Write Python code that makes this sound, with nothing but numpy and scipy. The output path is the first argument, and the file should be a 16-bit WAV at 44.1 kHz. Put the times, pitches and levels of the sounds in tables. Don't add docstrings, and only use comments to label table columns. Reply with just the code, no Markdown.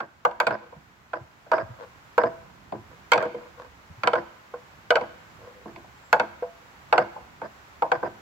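import sys
import numpy as np
from scipy import signal
from scipy.fft import rfft, irfft, next_fast_len
from scipy.io import wavfile
from scipy.ndimage import map_coordinates

SR = 44100
rng = np.random.default_rng(int(sys.argv[2]) if len(sys.argv) > 2 else 0)


def to_wav(s):
    ch = np.atleast_2d(s).T
    pcm = np.round(np.clip(ch, -1, 1) * 32767)
    wavfile.write(sys.argv[1], SR, pcm.astype(np.int16))


N = 362061
CLOCK = np.arange(N) / SR
KNOCK_CLOCK = np.arange(SR // 2) / SR

# time_s, rumble_db, leaves_db
AIR_LEVELS = [(0, -67.5, -62), (0.6, -64, -60.5), (1.35, -65, -60), (1.8, -61.5, -56.5), (8.21, -61, -54.5)]
# pitch_hz, level_db
RUMBLE_TONE = [(20, -37), (40, -3), (70, 6.5), (120, 3.5), (220, -1), (400, -8), (800, -41), (2000, -66)]
LEAVES_TONE = [(200, -10), (550, -5), (950, 0), (1500, -2), (2200, -6), (3200, -12.5), (5000, -17.5),
               (7500, -20), (8500, -29.5), (9700, -30.5), (12000, -26.5), (16000, -27)]
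# pitch_hz, likeness
AIR_LIKENESS = [(30, 0.038), (70, 0.87), (180, 1), (550, 0.36), (1650, -0.21), (5000, 0.02)]
WOOD_LIKENESS = [(100, 0.81), (500, 0.83), (800, 0.73), (1400, 0.12), (3000, 0.12), (12000, 0.17)]
# time_s, level_db
BIRD_LEVELS = [(5.70, -90), (5.78, -76), (5.88, -86), (5.98, -72), (6.10, -70), (6.2, -95)]
# pitch_hz, decay_s
ECHO_DECAY = [(150, 0.61), (500, 0.66), (1200, 0.82), (4000, 0.86), (10000, 0.19)]
# pitch_hz, level_db, decay_s
HUM_MODES = [(489.1, 7.5, 0.18), (664, -14, 0.44)]
CLACK_MODES = [(2208, 2, 0.072), (2913, -8, 0.067), (3530, -10.5, 0.039), (4515, -1.5, 0.015),
               (5850, -8, 0.029), (7750, -16.5, 0.056)]
BEAM_MODES = [(212.8, 0.015, 0.44), (342, 0.011, 0.56)]
# pitch_hz, level_db
THUMP_TONE = [(45, -24), (90, 4), (160, -4), (240, -18.5), (420, -37)]
BEAM_TONE = [(50, -51.5), (110, -2.5), (210, -6), (275, -3.5), (345, 0.5), (430, -4), (600, -37.5)]
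PEG_TONE = [(330, -56.5), (480, -0.5), (570, 2.5), (655, 4), (730, 3.5), (900, 2), (1020, 4), (1170, -9),
            (1450, -31)]
RIM_TONE = [(900, -38.5), (1150, -9.5), (1370, -6), (1530, -0.5), (1640, -6), (1800, -25), (2300, -26)]
CLACK_TONE = [(1300, -50.5), (1900, -1), (2270, 4.5), (2600, -3.5), (2980, -12.5), (3250, -5.5), (3550, -6),
              (3950, -14.5), (4500, -7), (5300, -22), (7400, -40.5), (9000, -42.5)]
TICK_TONE = [(4000, -15), (7000, 9), (9500, -13.5), (12000, -1), (16000, -6.5)]
BUZZ_TONE = [(200, -26), (340, -6), (480, -8), (660, 4), (800, -21), (1000, -3.5), (1180, -8.5),
             (1400, -14), (1570, -5), (1800, -14), (2600, -32.5), (4000, -45.5)]
ZING_TONE = [(3700, -37), (4500, -12), (4950, 0), (5450, -10.5), (6500, -25.5)]
GROAN_TONE = [(300, -18), (440, -12.5), (490, 6), (550, -10.5), (660, -11.5), (900, -38)]
SQUEAK_TONE = [(600, -25), (900, -2), (1080, 1.5), (1250, -12), (1520, -3.5), (1900, -19.5),
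               (5000, -29.5)]
# start_s, level_db, pitch_hz
THUMPS = [(0.764, -41.5, 153), (1.209, -37.5, 130), (1.623, -31.5, 114), (1.693, -28, 126),
          (2.749, -49, 198), (2.79, -41, 128), (3.899, -36, 83.5), (3.976, -39.5, 115), (7.963, -38, 144)]
# middle_s, length_s, groan_db, squeak_db
RUBS = [(0.642, 0.064, -52.5, -55), (1.822, 0.081, -44.5, -47.5), (2.929, 0.054, -55.5, -57.5),
        (3.438, 0.16, -51.5, -55), (3.622, .11, -48.5, -48.5), (5.461, 0.16, -50, -57.5),
        (5.591, 0.11, -55.5, -77)]
# start_s, level_db, thud_db, hum_db, rim_db, clack_db, peg_hz (the later dB columns add to level_db)
TAPS = [(0.003, -17, -22.5, -20, -7.5, -16, 1101), (0.507, -11.5, -15.5, -19, -11, -25, 644),
        (0.724, -30, -26, -12.5, -22, -32, 697), (1.133, -11.5, -22.5, -18.5, -11.5, -25.5, 1012),
        (1.464, -39.5, -13, -9.5, -10.5, -18, 603), (1.532, -7.5, -23.5, -31, -8.5, -32, 638),
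        (2.722, -15, -12, -28, -29, -26, 738), (3.133, -5, -32, -21, -11.5, -6.5, 922),
        (3.157, -8.5, -21, -11, -22, -20, 796), (3.177, -12.5, -17, -7.5, -7, -10, 647),
        (3.254, -21.5, -20, -2, -21, -14, 590), (3.345, -27.5, -7, 3, -22, -11.5, 580),
        (4.034, -13, -17, -24, -7, -7.5, 1060), (4.154, -9, -16.5, -28, -12.5, -24, 1035),
        (4.538, -25, -20.5, -2.5, -14.5, -23, 1064), (4.917, -7.5, -44, -16, -12, -39, 684),
        (4.966, -5, -34, -13.5, -13, -22.5, 627), (5.011, -18.5, -13, -7.5, -17.5, -15.5, 983),
        (5.656, -26, -6, -10.5, -26, -39, 713), (5.76, -29.5, -10.5, -24, -25, -4, 684),
        (5.843, -39, -26, -36, -22, 0, 737), (6.424, -19.5, -45, 0.5, -20, -28, 577),
        (7.161, -24, -22, -18.5, -32, -44, 851), (7.416, -19.5, -13, -15, -12.5, -23.5, 903),
        (7.821, -1, -31.5, -21.5, -23, -29, 920)]
# start_s, level_db, hum_db, clack_db, tick_db, chatter_db, peg_hz, rim_hz, clack_hz, decay_factor
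LANDINGS = [(0.25, -1, -20, -23, -44, -48, 966, 1200, 2816, 0.74),
            (0.401, -3, -23.5, -13, -37, -36, 926, 1505, 2448, 0.83),
            (1.516, -1.5, -21.5, -25.5, -54, -28, 947, 1287, 2430, 0.66),
            (2.179, 0.5, -11, -23, -51, -30, 961, 1322, 2810, 0.72),
            (3.118, -0.5, -16, -9, -33.5, -29, 949, 1393, 3115, 1),
            (4.073, -2.5, -15.5, -12.5, -53, -43, 976, 1357, 3070, .65),
            (4.905, -3.5, -11, -8.5, -40, -48, 597, 1525, 2980, 0.67),
            (6.128, 4, -22.5, -17.5, -40, -39, 873, 1450, 2584, 0.8),
            (6.926, 2.5, -18, -20.5, -62, -32, 866, 1380, 2790, 0.73),
            (7.917, -2, -19.5, -20, -56, -30, 770, 1522, 2600, 0.68)]
# start_s, level_db, thud_db, clack_db, peg_hz
REBOUNDS = [(0.311, -25.5, -30, -14.5, 970), (0.468, -4, -24, -13.5, 664), (1.58, -10, -23.5, -24.5, 653),
            (2.235, -7, -19.5, -26.5, 1005), (3.225, -12, -17, -19, 638), (4.133, -4, -29, -20, 631),
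            (4.955, -7.5, -38, -9, 587), (6.197, -4.5, -24, -12, 940), (6.979, 0.5, -24, -17.5, 747),
            (8.029, -9, -17.5, -39, 725)]

REBOUND_RIM_DB, REBOUND_HUM_DB, REBOUND_TICK_DB, REBOUND_CHATTER_DB = -1.5, 4, -8, 4
LANDING_THUD_DB = -34
TAP_TICK_DB, TAP_CHATTER_DB, TAP_RIM_HZ = -34, 5.5, 1403
PEG_DB, PEG_FALL = -12, 0.14
RIM_DB, RIM_RISE = -6, 0.32
ZING_DB, ZING_RISE = -40.5, .5
CHATTER_DELAY_S, CHATTER_S = 0.0065, .05
TOP_HZ = 15900


def amp(db):
    return 10 ** (np.asarray(db) / 20)


def normalise(x, size=900):
    return x / np.sqrt(np.mean(x[..., :size] ** 2) + 1e-20)


def look_up(table, hz):
    pitches, values = np.transpose(table)
    return np.interp(np.log(hz + 1), np.log(pitches + 1), values)


def wobble(rate):
    return map_coordinates(rng.standard_normal(int(N * rate / SR) + 4), [CLOCK * rate])


def colour(x, tone):
    size = 2 * next_fast_len(x.shape[-1] // 2 + 4096)
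    hz = np.fft.rfftfreq(size, 1 / SR)
    octaves_outside = np.abs(np.log2((hz + 1) / np.clip(hz + 1, tone[0][0], tone[-1][0])))
    gain = amp(look_up(tone, hz) - 20 * octaves_outside)
    cepstrum = irfft(np.log(gain + 1e-6))
    cepstrum[1:size // 2] *= 2
    cepstrum[size // 2 + 1:] = 0
    return irfft(rfft(x, size) * np.exp(rfft(cepstrum)), size)[..., :x.shape[-1]]


def spread(pair, likeness):
    hz = np.fft.rfftfreq(pair.shape[-1], 1 / SR)
    angle = np.arccos(np.clip(look_up(likeness, hz), -1, 1)) / 2
    mid, side = irfft(rfft(pair) * [np.cos(angle), np.sin(angle)], pair.shape[-1])
    return np.array([mid + side, mid - side])


def add(track, start_s, sound):
    part = track[:, max(round(start_s * SR), 0):][:, :sound.shape[-1]]
    part += sound[..., :part.shape[-1]]


def air_noise(tone):
    noise = spread(rng.standard_normal((2, N)), AIR_LIKENESS)
    return normalise(colour(noise, tone), size=N)


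def rumble_and_leaves():
    time_s, rumble_db, leaves_db = np.transpose(AIR_LEVELS)
    leaves_gain = amp(np.interp(CLOCK, time_s, leaves_db) + 3 + .4 * wobble(5))
    rumble_gain = amp(np.interp(CLOCK, time_s, rumble_db) + 4 + 2.1 * wobble(6.3))
    rumble = rumble_gain * air_noise(RUMBLE_TONE)
    leaves = leaves_gain * air_noise(LEAVES_TONE)
    return rumble * amp([[-3.8], [2.1]]) + leaves * amp([[-.6], [.6]])


def bird():
    pitch_hz = 7450 + 130 * wobble(90)
    level_db = np.interp(CLOCK, *np.transpose(BIRD_LEVELS), left=-120, right=-120)
    return amp(level_db + 2.5 * wobble(35)) * np.sin(2 * np.pi * np.cumsum(pitch_hz) / SR)


def tree_echo(x):
    hz, t, noise = signal.stft(rng.standard_normal((2, SR)), SR, nperseg=256)
    fade = amp(-60 * t / look_up(ECHO_DECAY, hz)[:, None])
    rise = 1 - np.exp(-t / 0.006)
    tail = signal.istft(noise * fade * rise, SR, nperseg=256)[1]
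    return signal.fftconvolve(x, tail / np.linalg.norm(tail[0]), axes=1)[:, :N]


def wood(tone, decay_s, linger_db, linger_s):
    fade = amp(-60 * KNOCK_CLOCK / decay_s) + amp(linger_db - 60 * KNOCK_CLOCK / linger_s)
    rise = 1 - np.exp(-KNOCK_CLOCK / (0.018 * decay_s))
    noise = spread(rng.standard_normal((2, len(KNOCK_CLOCK))), WOOD_LIKENESS)
    return normalise(colour(noise * rise * fade, tone))


def ringing(modes, decay_factor, detune, scatter_db, width):
    out = np.zeros((2, len(KNOCK_CLOCK)))
    for hz, db, decay_s in modes:
        shift, strength, lag = rng.standard_normal(3)
        side_phase = width * lag * np.array([[1], [-1]])
        phase = 2 * np.pi * hz * (1 + detune * shift) * KNOCK_CLOCK + side_phase
        fade_db = 60 * KNOCK_CLOCK / (decay_s * decay_factor)
        out += amp(db + scatter_db * strength - fade_db) * np.sin(phase)
    rise = 1 - np.exp(-KNOCK_CLOCK * modes[0][0])
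    return normalise(out * rise)


def note(hz, base_decay_s, width):
    return ringing([(hz, 0, base_decay_s)], decay_factor=0.94, detune=0, scatter_db=0, width=width)


def frame_thumps():
    out = np.zeros((2, N))
    for start_s, db, hz in THUMPS:
        push = wood(THUMP_TONE, 0.06, linger_db=-28.5, linger_s=.15)
        add(out, start_s, amp(db - 11.5) * push + amp(db - 11) * note(hz, 0.11, width=.15))
    return out


def slips(length_s, per_second):
    swell = np.sin(np.pi * np.clip(KNOCK_CLOCK / length_s, 0, 1))
    touches = rng.random(len(KNOCK_CLOCK)) < per_second / SR
    return spread(swell * touches * rng.standard_normal((2, len(KNOCK_CLOCK))), WOOD_LIKENESS)


def ring_rubs():
    out = np.zeros((2, N))
    for middle_s, length_s, groan_db, squeak_db in RUBS:
        friction = slips(length_s, per_second=490)
        size = int(length_s * SR)
        groan = amp(groan_db) * normalise(colour(friction, GROAN_TONE), size)
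        squeak = amp(squeak_db) * normalise(colour(friction, SQUEAK_TONE), size)
        add(out, middle_s - length_s / 2, groan + squeak)
    return out


def chatter(db, clack_db):
    bounces = slips(CHATTER_S, per_second=900)
    size = int(CHATTER_S * SR)
    buzz = normalise(colour(bounces, BUZZ_TONE), size)
    zing = amp(ZING_DB - ZING_RISE * clack_db) * normalise(colour(bounces, ZING_TONE), size)
    return amp(db) * (buzz + zing) * amp([[-1.2], [1.2]])


def knock(db, thud_db, hum_db, rim_db, clack_db, tick_db, peg_hz, rim_hz, clack_hz, decay_factor):
    sides = np.array([[.5], [-.5]])
    hardness = np.clip((db + 37) / 22, 0, 1)
    peg_db = PEG_DB - PEG_FALL * db
    thud = amp(thud_db - 5.5) * wood(BEAM_TONE, 0.31 * decay_factor, linger_db=-4, linger_s=0.27)
    thud += amp(thud_db - 10.5) * ringing(BEAM_MODES, decay_factor, 0.0078, scatter_db=6, width=.05)
    hum = amp(hum_db + 0.2) * ringing(HUM_MODES, decay_factor, 0.0094, scatter_db=4, width=.08)
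    peg = amp(peg_db - 1) * wood(PEG_TONE, 0.05 * decay_factor, linger_db=-3, linger_s=0.19)
    peg += amp(peg_db - 2.5) * note(peg_hz, 0.14 * decay_factor, width=0.49)
    rim = amp(rim_db - 2.5) * wood(RIM_TONE, 0.062 * decay_factor, linger_db=-13.5, linger_s=0.13)
    rim += amp(rim_db - 5) * note(rim_hz, 0.062 * decay_factor, width=0.23)
    clack = amp(clack_db - 7) * wood(CLACK_TONE, 0.045 * decay_factor, linger_db=-29, linger_s=0.28)
    clack += amp(clack_db - 10.5) * ringing(CLACK_MODES, decay_factor, 0.022, scatter_db=-1, width=1)
    clack += amp(clack_db - 12) * note(clack_hz, 0.057 * decay_factor, width=0.58)
    tick = hardness * amp(tick_db + 2) * wood(TICK_TONE, 0.012, linger_db=-22, linger_s=0.14)
    rap = rim + np.sqrt(hardness) * clack
    return amp(db - 7) * (thud + hum + peg + rap * amp(-2.6 * sides) + tick * amp(5.7 * sides))


def ring_taps():
    out = np.zeros((2, N))
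    for start_s, db, thud_db, hum_db, rim_db, clack_db, peg_hz in TAPS:
        rim_hz = TAP_RIM_HZ * (1 + .05 * rng.standard_normal())
        tap = knock(db, thud_db, hum_db, rim_db, clack_db, clack_db + TAP_TICK_DB, peg_hz, rim_hz,
                    clack_hz=2516, decay_factor=0.7)
        add(out, start_s, tap)
        add(out, start_s + CHATTER_DELAY_S, chatter(db + thud_db + rim_db + TAP_CHATTER_DB, clack_db))
    return out


def ring_landings():
    out = np.zeros((2, N))
    for landing, rebound in zip(LANDINGS, REBOUNDS):
        start_s, db, hum_db, clack_db, tick_db, chatter_db, peg_hz, rim_hz, clack_hz, decay = landing
        rim_db = RIM_DB + RIM_RISE * clack_db
        first = knock(db, LANDING_THUD_DB, hum_db, rim_db, clack_db, tick_db,
                      peg_hz, rim_hz, clack_hz, decay)
        add(out, start_s, first)
        add(out, start_s + CHATTER_DELAY_S, chatter(db + chatter_db, clack_db))

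        start_s, db, thud_db, second_clack_db, peg_hz = rebound
        rim_db = RIM_DB + REBOUND_RIM_DB + RIM_RISE * second_clack_db
        second = knock(db, thud_db, hum_db + REBOUND_HUM_DB, rim_db, second_clack_db,
                       tick_db + REBOUND_TICK_DB, peg_hz, rim_hz, clack_hz, decay)
        add(out, start_s, second)
        add(out, start_s + CHATTER_DELAY_S, chatter(db + chatter_db + REBOUND_CHATTER_DB, clack_db))
    return out


def scene():
    climbing = ring_landings() + ring_taps() + frame_thumps() + ring_rubs()
    return climbing + amp(-22.5) * tree_echo(climbing) + rumble_and_leaves() + bird()


def record(dry):
    rounded = dry / (1 + np.abs(dry / .92) ** 4) ** (1 / 4)
    size = next_fast_len(N + 8192)
    treble_cut = np.clip((TOP_HZ + 300 - np.fft.rfftfreq(size, 1 / SR)) / 500, 0, 1)
    return irfft(rfft(rounded, size) * treble_cut, size)[:, :N]


dry = scene()
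out = record(dry)
to_wav(out)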